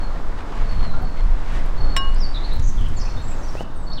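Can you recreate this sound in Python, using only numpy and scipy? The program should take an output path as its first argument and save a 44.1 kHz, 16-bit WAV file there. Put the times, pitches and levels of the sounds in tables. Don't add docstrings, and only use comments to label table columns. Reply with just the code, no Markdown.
import sys
import numpy as np
from scipy import signal
from scipy.fft import rfft, irfft, next_fast_len
from scipy.io import wavfile
from scipy.ndimage import map_coordinates

SR = 44100
rng = np.random.default_rng(int(sys.argv[2]) if len(sys.argv) > 2 else 0)


def persist_wave(psi):
    counts = np.round(np.clip(psi, -1, 1) * 32767).astype(np.int16)
    wavfile.write(sys.argv[1], SR, np.atleast_2d(counts).T)


N = 176400
TIME_S = np.arange(N) / SR


def amp(db):
    return 10 ** (np.asarray(db) / 20)


def unit(x):
    return x / np.sqrt(np.mean(x ** 2) + 1e-20)


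def fade(t, t60):
    return np.exp(-np.log(1000) * t / t60)


def add(track, start_s, sound):
    part = track[max(round(start_s * SR), 0):][:len(sound)]
    part += sound[:len(part)]


def level(rows):
    return amp(np.interp(TIME_S, *np.transpose(rows)))


def wobble(knots_per_s):
    coarse_s = TIME_S[::32]
    curve = map_coordinates(rng.standard_normal(2048), [coarse_s * knots_per_s], mode="wrap")
    return np.interp(TIME_S, coarse_s, curve)


def filtered(x, response):
    size = next_fast_len(N + SR // 2)
    return irfft(rfft(x, size) * response(np.fft.rfftfreq(size, 1 / SR)), size)[:N]


def noise(colour, size=N):
    hz, db = np.transpose(colour)
    gain = amp(np.interp(np.log(np.fft.rfftfreq(size, 1 / SR) + 1), np.log(hz + 1), db))
    return unit(irfft(rfft(rng.standard_normal(size)) * gain, size))


def tick(db, centre_hz, width_hz):
    t = np.arange(2048) / SR
    band = np.exp(-.5 * ((np.fft.rfftfreq(len(t), 1 / SR) - centre_hz) / width_hz) ** 2)
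    return amp(db) * fade(t, t60=.025) * unit(irfft(rfft(rng.standard_normal(len(t))) * band))


# delay in seconds, gain in dB.
WALL_ECHOES = [(0.011, -2), (.041, -19), (.085, -21.5), (0.127, -20)]


def yard_echo(x):
    response = rng.standard_normal(SR) * fade(np.arange(SR) / SR, t60=.54)
    response /= np.linalg.norm(response)
    for delay_s, db in WALL_ECHOES:
        add(response, delay_s, [amp(db)])
    return signal.fftconvolve(x, response)[:N]


# time in seconds, relative level in dB.
TRAFFIC_LEVEL = [(0, -40.5), (.55, -40), (.85, -42.5), (1.05, -40), (1.25, -43), (1.55, -41), (1.95, -38.5),
                 (2.15, -42.5), (2.55, -40.5), (2.68, -46), (2.9, -43), (3.3, -41), (3.6, -42),
                 (3.7, -43.5), (3.98, -42.5)]
# frequency in Hz, relative density in dB.
TRAFFIC_SPECTRUM = [(50, -8.5), (130, 0), (220, 3), (400, -0.5), (700, -1), (1100, -2.5), (1600, -9),
                    (2500, -23), (4000, -22), (6000, -34.5), (10000, -47.5), (15500, -61)]


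def traffic():
    wash = level(TRAFFIC_LEVEL) * noise(TRAFFIC_SPECTRUM) * amp(3.5 + .57 * wobble(12))
    hum_hz, hum_db = 309.7, -54 + 2.05 * wobble(3.44)
    return wash + amp(hum_db) * np.sin(2 * np.pi * hum_hz * TIME_S + .5 * wobble(5))


# time in seconds, level in dB.
HISS_LEVEL = [(0, -59), (2.4, -60), (2.7, -55), (3.1, -57), (3.4, -54.5), (3.6, -50.5)]
# frequency in Hz, relative density in dB.
HISS_SPECTRUM = [(2000, -8.5), (5000, 4.5), (8000, -2), (11000, -11.5), (15500, -14)]


def hiss():
    drop_s, late_db = 3.633, -61.5
    return np.where(TIME_S < drop_s, level(HISS_LEVEL), amp(late_db)) * noise(HISS_SPECTRUM)


def crackle():
    out = np.zeros(N)
    for start_s, db in zip(rng.uniform(0, N / SR, 40), rng.normal(-62.5, 2.5, 40)):
        add(out, start_s, tick(db, centre_hz=9050, width_hz=4500))
    return out


# time in seconds, relative level in dB.
BUFFET_LEVEL = [(0.0, -18.5), (0.14, -20.5), (0.3, -16), (0.51, -24), (0.63, -12), (1.08, -12),
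                (1.12, -21.5), (1.28, -8.5), (1.5, -18.5), (1.58, -12), (1.63, -15), (1.82, -11.5),
                (2.03, -13.5), (2.14, -12.5), (2.36, -18), (2.68, -12), (3.65, -22.5), (4.0, -19.5)]
FLUTTER_LEVEL = [(0, -31.5), (.2, -34), (.54, -39), (.64, -27), (1.03, -27.5), (1.12, -35), (1.4, -32.5),
                 (1.56, -27.5), (1.7, -37), (1.83, -28.5), (2.03, -35), (2.5, -34.5), (2.62, -28),
                 (2.75, -29.5), (2.84, -25), (3, -34), (3.55, -35), (3.7, -37)]
RUSTLE_LEVEL = [(0, -48), (.35, -52), (.62, -42.5), (.9, -49.5), (1.1, -51.5), (1.38, -46.5), (1.56, -37.5),
                (1.7, -48), (2.3, -46), (2.55, -45), (2.68, -51), (2.9, -47.5), (3.3, -49), (3.6, -50),
                (3.65, -71), (4, -69)]
# frequency in Hz, relative density in dB.
BUFFET_SPECTRUM = [(4, -4), (9, -1.5), (16, 4), (25, -3), (35, -11.5), (55, -23), (90, -33), (300, -75)]
FLUTTER_SPECTRUM = [(25, -8), (65, 3), (110, -4), (160, -9.5), (300, -21), (1000, -69)]
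RUSTLE_SPECTRUM = [(300, -15.5), (900, 3), (2000, 2), (3000, -5), (5000, -13), (8000, -19.5), (11000, -30),
                   (15500, -44)]


def wind():
    cutoff_hz = 59
    pressure = np.tanh(.9 * noise(BUFFET_SPECTRUM))
    buffet = unit(filtered(pressure, lambda hz: 1 / (1 + (hz / cutoff_hz) ** 6)))
    flutter = amp(.5) * unit(noise(FLUTTER_SPECTRUM) * amp(1.94 * wobble(18)))
    rustle = noise(RUSTLE_SPECTRUM) * amp(1.06 * wobble(23))
    return level(BUFFET_LEVEL) * buffet + level(FLUTTER_LEVEL) * flutter + level(RUSTLE_LEVEL) * rustle


def chirp(length_s, start_hz, middle_hz, end_hz, db, trill_hz=0, depth_hz=0):
    waver_hz, flicker_db, edge_s = 31.4, 3.5, .012
    t = np.arange(round(length_s * SR)) / SR
    knots = rng.standard_normal((3, 64))
    drift, flicker, slip = (map_coordinates(row, [t * 80], mode="wrap") for row in knots)
    rasp = map_coordinates(rng.standard_normal(512), [t * 900], mode="wrap")
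    arc_hz = np.polyval(np.polyfit([0, .5, 1], [start_hz, middle_hz, end_hz], 2), t / length_s)
    trill = np.sin(2 * np.pi * trill_hz * t + .5 * slip)
    hz = arc_hz + waver_hz * drift + depth_hz * (trill + .5 * rasp)
    envelope = np.sin(np.pi / 2 * np.clip(np.minimum(t, length_s - t) / edge_s, 0, 1))
    return amp(db + flicker_db * flicker) * envelope * np.sin(2 * np.pi * np.cumsum(hz) / SR)


# start and length in seconds, start, middle and end pitch in Hz, level in dB.
BIRD_WHISTLES = [(0, 0.097, 4400, 4303, 4335, -51.5), (0.641, 0.25, 4440, 4314, 4210, -46),
                 (0.879, 0.12, 4100, 4170, 4260, -56), (1.001, .22, 4430, 4367, 4210, -53),
                 (1.773, 0.19, 4390, 4340, 4354, -42.5), (1.981, 0.19, 4370, 4294, 4450, -53.5),
                 (2.96, 0.27, 4430, 4380, 4280, -52.5), (0.759, .16, 4270, 4210, 3930, -49.5),
                 (3.436, .08, 4510, 4620, 4620, -56), (3.68, 0.29, 3660, 3690, 3630, -63),
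                 (3.864, 0.12, 4424, 4380, 4350, -42.5)]
# as for the whistles, then trill rate and trill depth in Hz. The short rows at 3.045
# and 3.085 s are quick echoes of the 2.995 s note, not new notes.
BIRD_TWITTERS = [ (2.145, 0.055, 4400, 5000, 5900, -46.5, 65, 300),
                 (2.2, 0.073, 5800, 4700, 4600, -36, 70, 40),
                 (2.338, 0.048, 4030, 3795, 3520, -36.5, 82, 170),
                 (2.42, 0.076, 3700, 4310, 4070, -40, 84, 200),
                 (2.51, 0.057, 3610, 4100, 4060, -40.5, 65, 130),
                 (2.62, 0.085, 6280, 6240, 6000, -44, 70, 380),
                 (2.65, 0.056, 6900, 7300, 7150, -49, 68, 350),
                 (2.772, .05, 3504, 3250, 2980, -43.5, 70, 160),
                 (2.81, 0.069, 3166, 3044, 3010, -47.5, 50, 252),
                 (2.96, 0.041, 7700, 6750, 5250, -45, 42, 60),
                 (2.995, .033, 5410, 5400, 5630, -38, 67, 450),
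                 (3.045, 0.023, 5020, 5520, 5700, -45, 97, 450),
                 (3.085, 0.029, 5300, 5500, 5600, -43.5, 90, 450),
                 (3.165, .05, 3710, 3700, 3680, -48, 70, 130), (3.22, .105, 7400, 7600, 7520, -48, 48, 230),
                 (3.35, 0.13, 6630, 6200, 5980, -55, 42, 80),
                 (3.428, 0.0304, 5520, 5780, 6000, -46, 30, 30),
                 (3.478, 0.036, 5260, 5570, 5850, -46, 32, 30),
                 (3.568, 0.046, 2436, 2820, 2930, -42, 29, 30),
                 (3.75, 0.097, 8650, 8180, 7430, -57.5, 160, 200),
                 (3.912, 0.028, 3380, 4300, 5860, -45, 92, 200),
                 (3.957, 0.053, 5010, 3350, 2830, -42.5, 144, 282),
                 (3.05, 0.051, 2310, 2550, 2450, -49, 73, 150),
                 (3.305, .045, 2460, 2650, 2430, -50.5, 64, 150)]


def birds():
    whistles, twitters = np.zeros((2, N))
    for track, song in (whistles, BIRD_WHISTLES), (twitters, BIRD_TWITTERS):
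        for start_s, *note in song:
            add(track, start_s, chirp(*note))
    return whistles + twitters + yard_echo(amp(-4.5) * whistles + amp(-5) * twitters)


def bubble(hz, db, t60):
    attack_s, rise_per_s = .0024, .57
    t = np.arange(round(t60 * SR) + 2) / SR
    envelope = fade(t, t60) * (1 - np.exp(-t / attack_s))
    phase = 2 * np.pi * hz * t * (1 + .5 * rise_per_s * t)
    return amp(db) * envelope / envelope.max() * np.sin(phase)


# centre and half-width in seconds, level in dB.
WINE_SPLASHES = [(0.402, 0.031, -39), (0.533, 0.029, -41), (.6, .05, -47), (0.723, 0.018, -37),
                 (0.843, 0.036, -34), (0.949, 0.024, -39), (1.189, 0.027, -38)]
# frequency in Hz, relative density in dB.
SPLASH_SPECTRUM = [(300, -7), (900, 8), (2000, -5.5), (3500, -10.5), (6000, -21.5), (9000, -32),
                   (15500, -51)]
# start in seconds, pitch in Hz, peak in dB.
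WINE_BUBBLES = [(.715, 1220, -41), (.935, 1370, -34), (.985, 1366, -37), (1.025, 740, -34.5),
                (1.185, 2080, -44)]


def pour():
    gurgle_s, gurgle_hz, t60_cycles, count = 1.1, 1307, 14.5, 70
    swell = sum(amp(db) * np.exp(-np.minimum(((TIME_S - centre_s) / half_width_s) ** 2, 20))
                for centre_s, half_width_s, db in WINE_SPLASHES)
    out = swell * unit(noise(SPLASH_SPECTRUM) * amp(4.7 * wobble(220)))
    starts_s = rng.uniform(0, gurgle_s, count)
    for start_s, (pitch, strength) in zip(starts_s, rng.standard_normal((count, 2))):
        hz = gurgle_hz * np.exp(.517 * pitch)
        add(out, start_s, bubble(hz, db=-40 + 2 * (strength - pitch), t60=t60_cycles / hz))
    for start_s, hz, db in WINE_BUBBLES:
        add(out, start_s, bubble(hz, db, t60=.13))
    return out


# start in seconds, level in dB, band centre and width in Hz.
HANDLING_TICKS = [(1.0225, -50, 12500, 4020), (1.6607, -51, 9500, 3000), (2.1446, -41.5, 7960, 500),
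                  (2.535, -44, 9500, 1800), (2.5626, -44, 14500, 1300), (2.596, -35, 4060, 3500),
                  (2.8096, -50, 7000, 3500), (2.886, -46, 8500, 2220), (3.3154, -52.5, 10000, 4000)]
# start in seconds, level in dB, pitch in Hz.
FOOT_KNOCKS = [(3.5385, -34, 1100), (3.5528, -12, 533), (3.558, -25, 690), (3.6082, -10.5, 597),
               (3.6143, -17, 725)]


def jug():
    out, t = np.zeros(N), np.arange(2048) / SR
    for start_s, db, centre_hz, width_hz in HANDLING_TICKS:
        add(out, start_s, tick(db, centre_hz, width_hz))
    for start_s, db, hz in FOOT_KNOCKS:
        add(out, start_s, amp(db) * fade(t, t60=.0065) * np.sin(2 * np.pi * hz * t))
    return out


# frequency in Hz, relative level in dB, T60 in seconds.
CLINK_MODES = [(1090, -22.5, .7), (1410, -34, .2), (1590, -31.5, .6), (1927, -31, .06), (2299, -31, .08),
               (2886.5, -22, .75), (3250, -24, .03), (3860, -28.5, .15), (5393, -21, .12), (7312, -29, .07),
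               (8273, -27, .05), (9012, -38, .04), (11430, -41, .04), (13600, -41, .03)]
# frequency in Hz, relative density in dB.
CRACK_SPECTRUM = [(200, -14), (600, -5), (2000, 2), (2700, -1), (3300, 3.5), (4600, -8), (5500, -5),
                  (6400, -17), (8500, -8), (10000, -25), (15000, -23)]


def clink():
    contact_s, damping_s = 1.965, .17
    out, t = np.zeros(N), np.arange(SR // 2) / SR
    modes = sum((-1) ** k * amp(db) * fade(t, t60) * np.sin(2 * np.pi * hz * t)
                for k, (hz, db, t60) in enumerate(CLINK_MODES))
    ring = amp(-.5) * modes * np.exp(-(t / damping_s) ** 3)
    crack = amp(-19.5) * fade(t, t60=.054) * noise(CRACK_SPECTRUM, size=len(t))
    add(out, contact_s, ring + crack)
    return out + amp(-28) * yard_echo(out)


def scene():
    mono = clink() + jug() + pour() + crackle() + birds() + wind() + traffic() + hiss()
    return np.array([mono, mono])


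def record(dry):
    cutoff_hz = 15830
    return np.array([filtered(channel, lambda hz: hz < cutoff_hz) for channel in dry])


dry = scene()
out = record(dry)
persist_wave(out)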